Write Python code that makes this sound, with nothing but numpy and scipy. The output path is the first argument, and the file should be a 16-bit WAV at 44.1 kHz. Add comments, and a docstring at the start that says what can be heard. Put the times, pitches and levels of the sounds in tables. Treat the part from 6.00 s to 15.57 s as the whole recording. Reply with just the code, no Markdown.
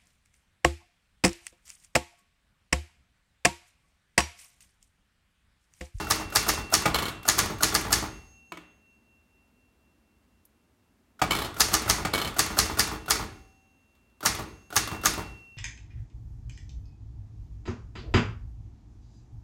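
"""Sharp slaps of two-finger typing: a heavy manual typewriter on a desk in a small, quiet room,
the microphone close beside it. For each letter a finger meets the key, the escapement swishes,
and the typebar slaps the platen and falls back. The space bar thuds and lets the carriage jump.
Underneath, the blows rock the case on the desk and shake the margin bell into a faint beating ring."""
import sys
import numpy as np
from scipy import signal
from scipy.fft import rfft, irfft
from scipy.io import wavfile

SR = 44100
rng = np.random.default_rng(int(sys.argv[2]) if len(sys.argv) > 2 else 0)


def file_out(sig):
    """Save sig as 16-bit WAV at sys.argv[1]."""
    # one column per channel
    cols = np.atleast_2d(sig).T
    # limit, then scale
    lim = np.clip(cols, -1, 1)
    pcm = np.round(lim * 32767).astype(np.int16)
    wavfile.write(sys.argv[1], SR, pcm)


N = 422037
BLOW_SAMPLES = 32768
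AGE_S = np.arange(BLOW_SAMPLES) / SR
BIN_HZ = np.maximum(np.arange(BLOW_SAMPLES // 2 + 1) * SR / BLOW_SAMPLES, 1)

# Levels in the tables are relative; each layer adds its own gain.
# typebar strikes on the platen: start_s, level_db, key_travel_s, fall_back_s
LETTERS = [(-0.11, 1.5, 0.014, 0.11), (0.1087, -3, 0.04, 0.089), (0.3586, 1, 0.036, 0.11),
           (0.4895, -2, 0.025, 0.088), (0.7391, 1.5, .016, .122), (1.2862, 1, 0.035, 0.13),
           (1.3893, -2, 0.055, 0.11), (1.632, 1, 0.026, 0.092), (1.7501, -3, .028, 0.1),
           (1.9276, 0.5, .022, 0.096), (5.605, 2.5, .041, 0.12), (5.7399, -1.5, .025, 0.12),
           (5.898, -0.5, 0.02, 0.084), (6.392, 0, .029, .11), (6.588, 1, 0.018, 0.11),
           (6.794, 0, 0.023, 0.12), (7.1066, -1, .026, 0.088), (8.259, -0.5, 0.031, 0.13),
           (8.765, -1, 0.04, 0.15), (9.057, -0.5, 0.022, 0.12)]
# space bar meeting its stop: start_s, level_db, held_s
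SPACES = [(0.8557, 1, 0.089), (5.216, 0.5, 0.093), (6.049, -4, .088)]
# a key knocking without printing: start_s, level_db
NUDGES = [(2.52, -18.5), (2.572, -23)]
# stray ticks while the hands rest: start_s, thin_db, knock_db
STRAY_TICKS = [(4.452, -51, -81), (7.951, -77, -58), (8.097, -87, -64), (8.486, -58, -72)]
# strokes that shake the bell anew: start_s, hum_db, upper_partial_db, beat_depth (0-1)
BELL_SHAKES = [(-0.11, -42.5, -55.5, 0), (.358, -41.5, -63.5, .1), (1.286, -55.5, -45, .2),
               (1.928, -55, -51.5, .5), (5.605, -52, -51.5, .35), (6.392, -46, -51.5, 0.5),
               (7.109, -61.5, -61.5, 0), (8.259, -59.5, -56.5, 0), (8.765, -43.5, -58, .05)]
# margin bell partials: pitch_hz, beat_hz, t60_s
BELL_PARTIALS = [(2722, 4.1, 5.6), (6444, 5, 1.9)]

# ringing modes of each part: pitch_hz, level_db, t60_s
CASE_MODES = [(57, -1.5, 0.57), (110.4, -2, 0.4), (158.4, -4.5, .2), (203.5, -2.5, 0.3), (242, -6.5, 0.2),
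              (314.7, -1, 0.47), (414, -8, .3), (443.5, -4, 0.3), (608.2, -3, .2), (770, -22.5, 1.4),
              (847, -9, 0.43)]  # case and desk together
NUDGE_MODES = [(170, -8.5, 0.41), (307, -0.5, 0.33), (338.4, 4, 0.16), (1000, 10.5, 0.05), (1287, -2, 0.13),
               (2250, 0, 0.12)]  # the nudged key's lever
BAR_MODES = [(160.2, -1, 0.14), (319, -7, 0.46), (797, -6.5, 0.076), (1042, -3.5, 0.074), (1237, 11.5, .09),
             (1440, 0, 0.13), (1600, -3.5, 0.092), (2300, 3.5, .12)]  # space bar
RACK_MODES = [(2230, -0.5, 0.13), (2389, -7.5, .08), (3050, 9.5, 0.029), (3150, 4, 0.025),
              (4190, 5.5, 0.036), (5150, -4.5, .06), (6940, -11, .05), (7360, -6, .05),
              (8400, -19.5, 0.046), (11200, -3.5, .07), (11500, -15, .06), (11900, -14, .06),
              (13600, -9, 0.0567)]  # carriage rack
LEVER_MODES = [(1310, -5.5, .05), (1450, -1.5, .06)]  # key lever
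TYPEBAR_MODES = [(800, -7.5, 0.055), (973, -6, 0.035), (1220, -0.5, 0.074), (1420, -2, .06),
                 (1687, -0.5, 0.068), (1860, -6.5, 0.034)]  # typebars and their segment

# noise spectra at the microphone: frequency_hz, level_db
ROOM_TONE = [(20, -34), (35, -12), (59, 1), (100, -6), (145, -12), (236, -3.5), (310, -10), (520, -17.5),
             (900, -19.5), (2000, -24.5), (4000, -30.5), (12500, -35.5), (16000, -40)]  # the quiet room
DESK_BOOM = [(22, -18), (38, -4), (58, -3.5), (85, 0.5), (150, -8.5), (300, -8), (500, -6), (1000, -42.5)]  # case rocking on the desk
LINK_TICK = [(800, -28.5), (3000, -18), (7000, -8), (11500, 6), (15500, -2.5)]  # loose links
KEY_KNOCK = [(100, -13), (330, 2), (550, 1), (1100, -5.5), (3000, -4.5), (5000, -18), (8000, -18.5),
             (15000, -27)]  # nudged key
BAR_THUD = [(100, 0.5), (400, -4), (750, 4), (1300, -6), (2200, -5.5), (4000, -13), (7500, -15.5),
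            (15000, -25)]  # space bar on its stop
RACK_KNOCK = [(100, 4.5), (500, 2.5), (1300, 1), (2300, -5.5), (3700, -3), (5000, -10.5), (8000, -10.5),
              (15000, -15)]  # carriage rack and frame
LEVER_TAP = [(200, -14.5), (750, -0.5), (1050, -28), (1350, -1), (1700, -16.5), (4000, -19.5), (15000, -26)]  # finger on a key
SWISH = [(200, -3.5), (1200, 4.5), (2800, -10.5), (6000, -5.5), (12000, -1.5), (15500, -7)]  # escapement and swinging typebar
BASKET_RATTLE = [(100, 5.5), (350, -4), (550, -11), (800, 3.5), (1350, -4.5), (2800, -13.5), (6000, -20),
                 (15000, -22)]  # typebar landing
CARRIAGE_CLACK = [(100, -20), (450, -19.5), (750, 0.5), (1200, -3), (2000, 2.5), (3000, -4.5), (6000, -7.5),
                  (15000, -31.5)]  # carriage after a letter
TYPE_SLAP = [(400, -25), (1200, -8), (3000, -11.5), (4400, -1), (6400, 2), (7600, -5), (10000, -2.5),
             (15500, -14.5)]  # type on the platen

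# panel and typebar resonances that colour every blow: centre_hz, width_hz, gain_db
PANEL_RESONANCES = [(509, 53, -13.5), (1175, 200, 5), (1439, 92, 5), (1585, 90, -7), (1650, 70, 3.5),
                    (3470, 140, 3.5), (4480, 160, 5), (5350, 140, 3.5), (6700, 260, 1), (9800, 130, 1.5),
                    (10320, 440, -8)]
# ring of frame and room together: frequency_hz, t60_s
RING_TIMES = [(50, 0.81), (250, .65), (800, .5), (2000, 0.54), (5500, 0.34), (9000, .33), (15000, 0.19)]
# early echoes off nearby surfaces: delay_s, gain, lowpass_hz
ROOM_ECHOES = [(.0098, .35, 14000), (.0108, .8, 7500), (.0148, .35, 8000)]

STRENGTH_SHARE = .3  # share of a stroke's level_db passed to clack, desk thump and typebar landing
TOOTH_DETUNE, TYPEBAR_DETUNE = .015, .025  # each rack tooth and typebar rings slightly off pitch


def from_db(db):
    """Decibels to amplitude."""
    return 10 ** (np.asarray(db) / 20)


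def unit_rms(x):
    """Scale a signal to an RMS of one."""
    return x / np.sqrt(np.mean(x ** 2) + 1e-20)


def spectrum_db(spectrum, hz):
    """A spectrum's level at hz, interpolated over log frequency."""
    points_hz, level_db = np.transpose(spectrum)
    return np.interp(np.log(hz), np.log(points_hz), level_db)


def decay(t60_s, age_s=AGE_S):
    """A fade that loses 60 dB in t60_s."""
    return np.exp(-np.log(1000) * age_s / t60_s)


def add(track, start_s, sound):
    """Mix a sound in, as far as it falls inside the track."""
    start = round(start_s * SR)
    part = sound[max(-start, 0):max(N - start, 0)]
    track[max(start, 0):max(start, 0) + len(part)] += part


def echoes(crack):
    """Hard surfaces nearby return a crack to the microphone a moment later, a little duller."""
    out = 0
    for delay_s, gain, lowpass_hz in ROOM_ECHOES:
        delayed = np.pad(crack, (round(delay_s * SR), 0))[:len(crack)]
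        out += gain * signal.lfilter(*signal.butter(2, lowpass_hz, fs=SR), delayed)
    return out


def blows(hits, spectrum, gain_db, rise_s, t60_s, tail_db, alike, echo=0):
    """Each hit (start_s, level_db) wakes countless close modes: a crack, then a darkening ring."""
    panels_db = sum(db / (1 + (2 * (BIN_HZ - hz) / width) ** 2) for hz, width, db in PANEL_RESONANCES)
    colour = unit_rms(from_db(spectrum_db(spectrum, BIN_HZ) + panels_db))
    band_hz, band_t60_s = np.transpose(RING_TIMES)
    bands = np.array([colour * np.interp(np.log(BIN_HZ), np.log(band_hz), row)
                      for row in np.eye(len(band_hz))])
    tail_fades = from_db(tail_db) * np.array([decay(t60) for t60 in band_t60_s])
    onset = 1 - np.exp(-AGE_S / rise_s)
    common = rng.standard_normal(BLOW_SAMPLES)
    out = np.zeros(N)
    for start_s, level_db in hits:
        fresh = rng.standard_normal(BLOW_SAMPLES)
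        # the same part is struck each time, so the share `alike` of the crack repeats
        noise = np.sqrt(alike) * common + np.sqrt(1 - alike) * fresh
        crack = irfft(colour * rfft(noise)) * decay(t60_s) * onset
        if echo:
            crack += echo * echoes(crack)
        tail = (irfft(bands * rfft(fresh[::-1])) * tail_fades).sum(axis=0) * onset
        add(out, start_s, from_db(level_db + gain_db) * (crack + tail))
    return out


def ringing(hits, modes, gain_db, detune=0, scatter_db=2.5):
    """Each hit (start_s, level_db) rings every mode at a random strength, off pitch if detuned."""
    pitch_hz, mode_db, t60_s = np.transpose(modes)
    fades = np.array([decay(t60) for t60 in t60_s])
    signs = (-1) ** np.arange(len(modes))
    out = np.zeros(N)
    for start_s, level_db in hits:
        strength, drift = rng.standard_normal((2, len(modes)))
        waves = fades * np.sin(2 * np.pi * np.outer(pitch_hz * (1 + detune * drift), AGE_S))
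        gains = signs * from_db(gain_db + level_db + mode_db + scatter_db * strength)
        add(out, start_s, gains @ waves)
    return out


def bouncing(hits, gap_s, loss_db, count):
    """A part strikes several times at uneven gaps, each hit loss_db softer, or harder if negative."""
    gaps_s = gap_s * rng.uniform(.5, 1.5, (len(hits), count))
    return [(s + row[:k].sum(), db - k * loss_db)
            for (s, db), row in zip(hits, gaps_s) for k in range(count)]


def slowness(usual_travel_s=.025):
    """How slowly each key is pressed, in doublings of the usual travel time."""
    return np.log2(np.array(LETTERS)[:, 2] / usual_travel_s)


def key_touches():
    """Hits of finger on key, one travel time before the strike; a quick jab lands harder."""
    strike_s, _, travel_s, _ = np.transpose(LETTERS)
    return np.c_[strike_s - travel_s, -33 - 6.5 * slowness()]


def typebar_falls():
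    """Hits of the typebars dropping back into their basket."""
    strike_s, level_db, _, fall_back_s = np.transpose(LETTERS)
    return np.c_[strike_s + fall_back_s, -36 + STRENGTH_SHARE * level_db]


def carriage_jolts(jump_db=2, rebound_s=.042, shrink=.87):
    """After a space the carriage hits the next tooth, then rebounds ever sooner and more lightly."""
    rebound = np.arange(4)
    after_s = np.r_[0, np.cumsum(rebound_s * shrink ** rebound)]
    level_db = np.r_[jump_db, -3 - 2 * rebound]
    return np.vstack([np.c_[s + held_s + after_s, level_db] for s, _, held_s in SPACES])


def room_tone(gain_db=-66.5):
    """The faint rumble and hiss of a quiet room."""
    hz = np.maximum(np.arange(N // 2 + 1) * SR / N, 1)
    spectrum = rfft(rng.standard_normal(N)) * from_db(spectrum_db(ROOM_TONE, hz))
    return from_db(gain_db) * unit_rms(irfft(spectrum, N))


def margin_bell():
    """Each partial is a close pair that beats slowly and rings on until the next shake."""
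    shake_s, hum_db, upper_db, beat_depth = np.transpose(BELL_SHAKES)
    t = np.arange(N) / SR
    latest = np.maximum(np.searchsorted(shake_s, t, side="right") - 1, 0)
    age_s = t - shake_s[latest]
    out = np.zeros(N)
    for (pitch_hz, beat_hz, t60_s), level_db in zip(BELL_PARTIALS, (hum_db, upper_db)):
        beating = 1 + beat_depth[latest] * np.exp(2j * np.pi * beat_hz * age_s)
        swing = from_db(level_db[latest]) * decay(t60_s, age_s) * beating
        swing = signal.lfilter([.01], [1, -.99], swing)  # no click at a new shake
        out += (swing * np.exp(2j * np.pi * pitch_hz * t)).imag
    return out


def desk():
    """Every stroke rocks the case on the desk, and again as the key comes back."""
    hits = [(s - .003, 4 + STRENGTH_SHARE * db) for s, db, _, _ in LETTERS]
    hits += [(s, db + 3) for s, db, _ in SPACES]
    hits += [(s, db - 8) for s, db in NUDGES]
    hits += [(s, db + 36.5) for s, db in typebar_falls()]
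    hits += [(s, db - 3) for s, db in carriage_jolts()]
    hits += [(s, db + 27) for s, db in key_touches()]
    boom = blows(hits, DESK_BOOM, gain_db=-40, rise_s=.013, t60_s=.052, tail_db=2, alike=.15)
    return boom + ringing(hits, CASE_MODES, gain_db=-40.5)


def linkage():
    """Loose links tick as a key takes up its slack and as it is let go; the frame knocks along."""
    take_ups = [(s - .022, -47, -36.5) for s, _ in key_touches()]
    let_gos = [(s - .041, -37, -25) for s, _ in typebar_falls()]
    bar_take_ups = [(s - .021, -57, -46.5) for s, _, _ in SPACES]
    start_s, thin_db, knock_db = np.transpose(take_ups + let_gos + bar_take_ups + STRAY_TICKS)
    thin = blows(np.c_[start_s, thin_db], LINK_TICK, gain_db=.5,
                 rise_s=.00062, t60_s=.035, tail_db=-22, alike=.24)
    knock = blows(np.c_[start_s, knock_db], RACK_KNOCK, gain_db=1.5,
                  rise_s=.0021, t60_s=.027, tail_db=-14.5, alike=.25)
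    return thin + knock


def nudged_key():
    """A soft, hollow double knock from a key that prints nothing."""
    knock = blows(NUDGES, KEY_KNOCK, gain_db=-10.5, rise_s=.0011, t60_s=.025, tail_db=-18, alike=.23)
    return knock + ringing(NUDGES, NUDGE_MODES, gain_db=-26)


def space_bar(bounce_s=.02, bounce_db=-12.5):
    """The thumb rings the lever, then the bar knocks hollowly on its stop and bounces once."""
    stops = np.array(SPACES)[:, :2]
    touches = stops - [.024, 0]
    knocks = np.vstack([stops, stops + [bounce_s, bounce_db]])
    thumb = blows(touches, LEVER_TAP, gain_db=-40, rise_s=.002, t60_s=.063, tail_db=-17, alike=.3)
    thumb += ringing(touches, LEVER_MODES, gain_db=-38.5)
    thud = blows(knocks, BAR_THUD, gain_db=-11,
                 rise_s=.0031, t60_s=.051, tail_db=-17.5, alike=.1, echo=.12)
    return thumb + thud + ringing(knocks, BAR_MODES, gain_db=-30.5)


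def carriage_jump():
    """As the space bar comes up, the carriage slides one step and rattles its rack brightly."""
    slide = blows(carriage_jolts() - [.004, 0], RACK_KNOCK, gain_db=-22,
                  rise_s=.0045, t60_s=.046, tail_db=-22.5, alike=0)
    jolts = bouncing(carriage_jolts(), gap_s=.0091, loss_db=4, count=3)
    rack = blows(jolts, RACK_KNOCK, gain_db=-17.5, rise_s=.0004, t60_s=.023, tail_db=-14.5, alike=.4)
    return slide + rack + ringing(jolts, RACK_MODES, gain_db=-32.5, detune=TOOTH_DETUNE)


def key_levers():
    """A finger taps each key and sets its lever ringing."""
    touches = key_touches()
    tap = blows(touches, LEVER_TAP, gain_db=3.5, rise_s=.0012, t60_s=.13, tail_db=-19.5, alike=.21)
    return tap + ringing(touches, LEVER_MODES, gain_db=-.5, detune=TYPEBAR_DETUNE)


def escapement():
    """The typebar swings up and the escapement swishes, louder when a slow press drags it."""
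    strike_s, level_db, _, _ = np.transpose(LETTERS)
    swing = blows(np.c_[strike_s - .025, level_db], SWISH, gain_db=-31.5,
                  rise_s=.008, t60_s=.09, tail_db=-28.5, alike=0)
    drag = blows(np.c_[strike_s - .0085, 2 * slowness()], SWISH, gain_db=-16.5,
                 rise_s=.004, t60_s=.061, tail_db=-22, alike=.26)
    return swing + drag


def typebar_clatter():
    """The carriage clacks at the strike; the typebar rings, then rattles to rest in its basket."""
    strike_s, level_db, _, _ = np.transpose(LETTERS)
    clacks = np.c_[strike_s + .0015, STRENGTH_SHARE * level_db]
    clack = blows(clacks, CARRIAGE_CLACK, gain_db=-18.5,
                  rise_s=.0022, t60_s=.05, tail_db=-11, alike=.81, echo=.33)
    landings = bouncing(typebar_falls(), gap_s=.012, loss_db=2.5, count=4)
    basket = blows(landings, BASKET_RATTLE, gain_db=5.5,
                   rise_s=.00033, t60_s=.082, tail_db=-14, alike=.091)
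    strike_ring = ringing(clacks, TYPEBAR_MODES, gain_db=-24, detune=TYPEBAR_DETUNE)
    landing_ring = ringing(landings, TYPEBAR_MODES, gain_db=-10, detune=TYPEBAR_DETUNE)
    return clack + basket + strike_ring + landing_ring


def type_on_platen():
    """The type meets ribbon and paper, then the platen, in one hard snap that rings the frame."""
    strike_s, level_db, _, _ = np.transpose(LETTERS)
    snaps = bouncing(np.c_[strike_s - .0003, level_db], gap_s=.0011, loss_db=-3.5, count=2)
    slap = blows(snaps, TYPE_SLAP, gain_db=-7,
                 rise_s=.0004, t60_s=.008, tail_db=-44.5, alike=.093, echo=.76)
    frame = blows(np.c_[strike_s + .001, level_db], TYPE_SLAP, gain_db=-21,
                  rise_s=.00039, t60_s=.042, tail_db=-3, alike=.25)
    # small springs keep shimmering after the frame is still
    springs = blows(np.c_[strike_s, level_db], TYPE_SLAP, gain_db=-48.5,
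                    rise_s=.01, t60_s=.94, tail_db=-32.5, alike=0)
    return slap + frame + springs


def scene():
    """Typewriter and room in mono, from close beside the machine."""
    letters = key_levers() + escapement() + type_on_platen() + typebar_clatter()
    spaces = space_bar() + carriage_jump()
    return (letters + spaces + nudged_key() + linkage() + desk() + margin_bell() + room_tone())[None]


def record(dry):
    """The microphone loses the deepest bass; the highest peaks are rounded, the top is cut."""
    ceiling, low_cut_hz, high_cut_hz = .75, 35, 15900
    heard = signal.sosfilt(signal.butter(6, low_cut_hz, "high", fs=SR, output="sos"), dry)
    rounded = ceiling * np.tanh(heard / ceiling)
    return signal.sosfilt(signal.ellip(10, .1, 80, high_cut_hz, fs=SR, output="sos"), rounded)


dry = scene()
out = record(dry)
file_out(out)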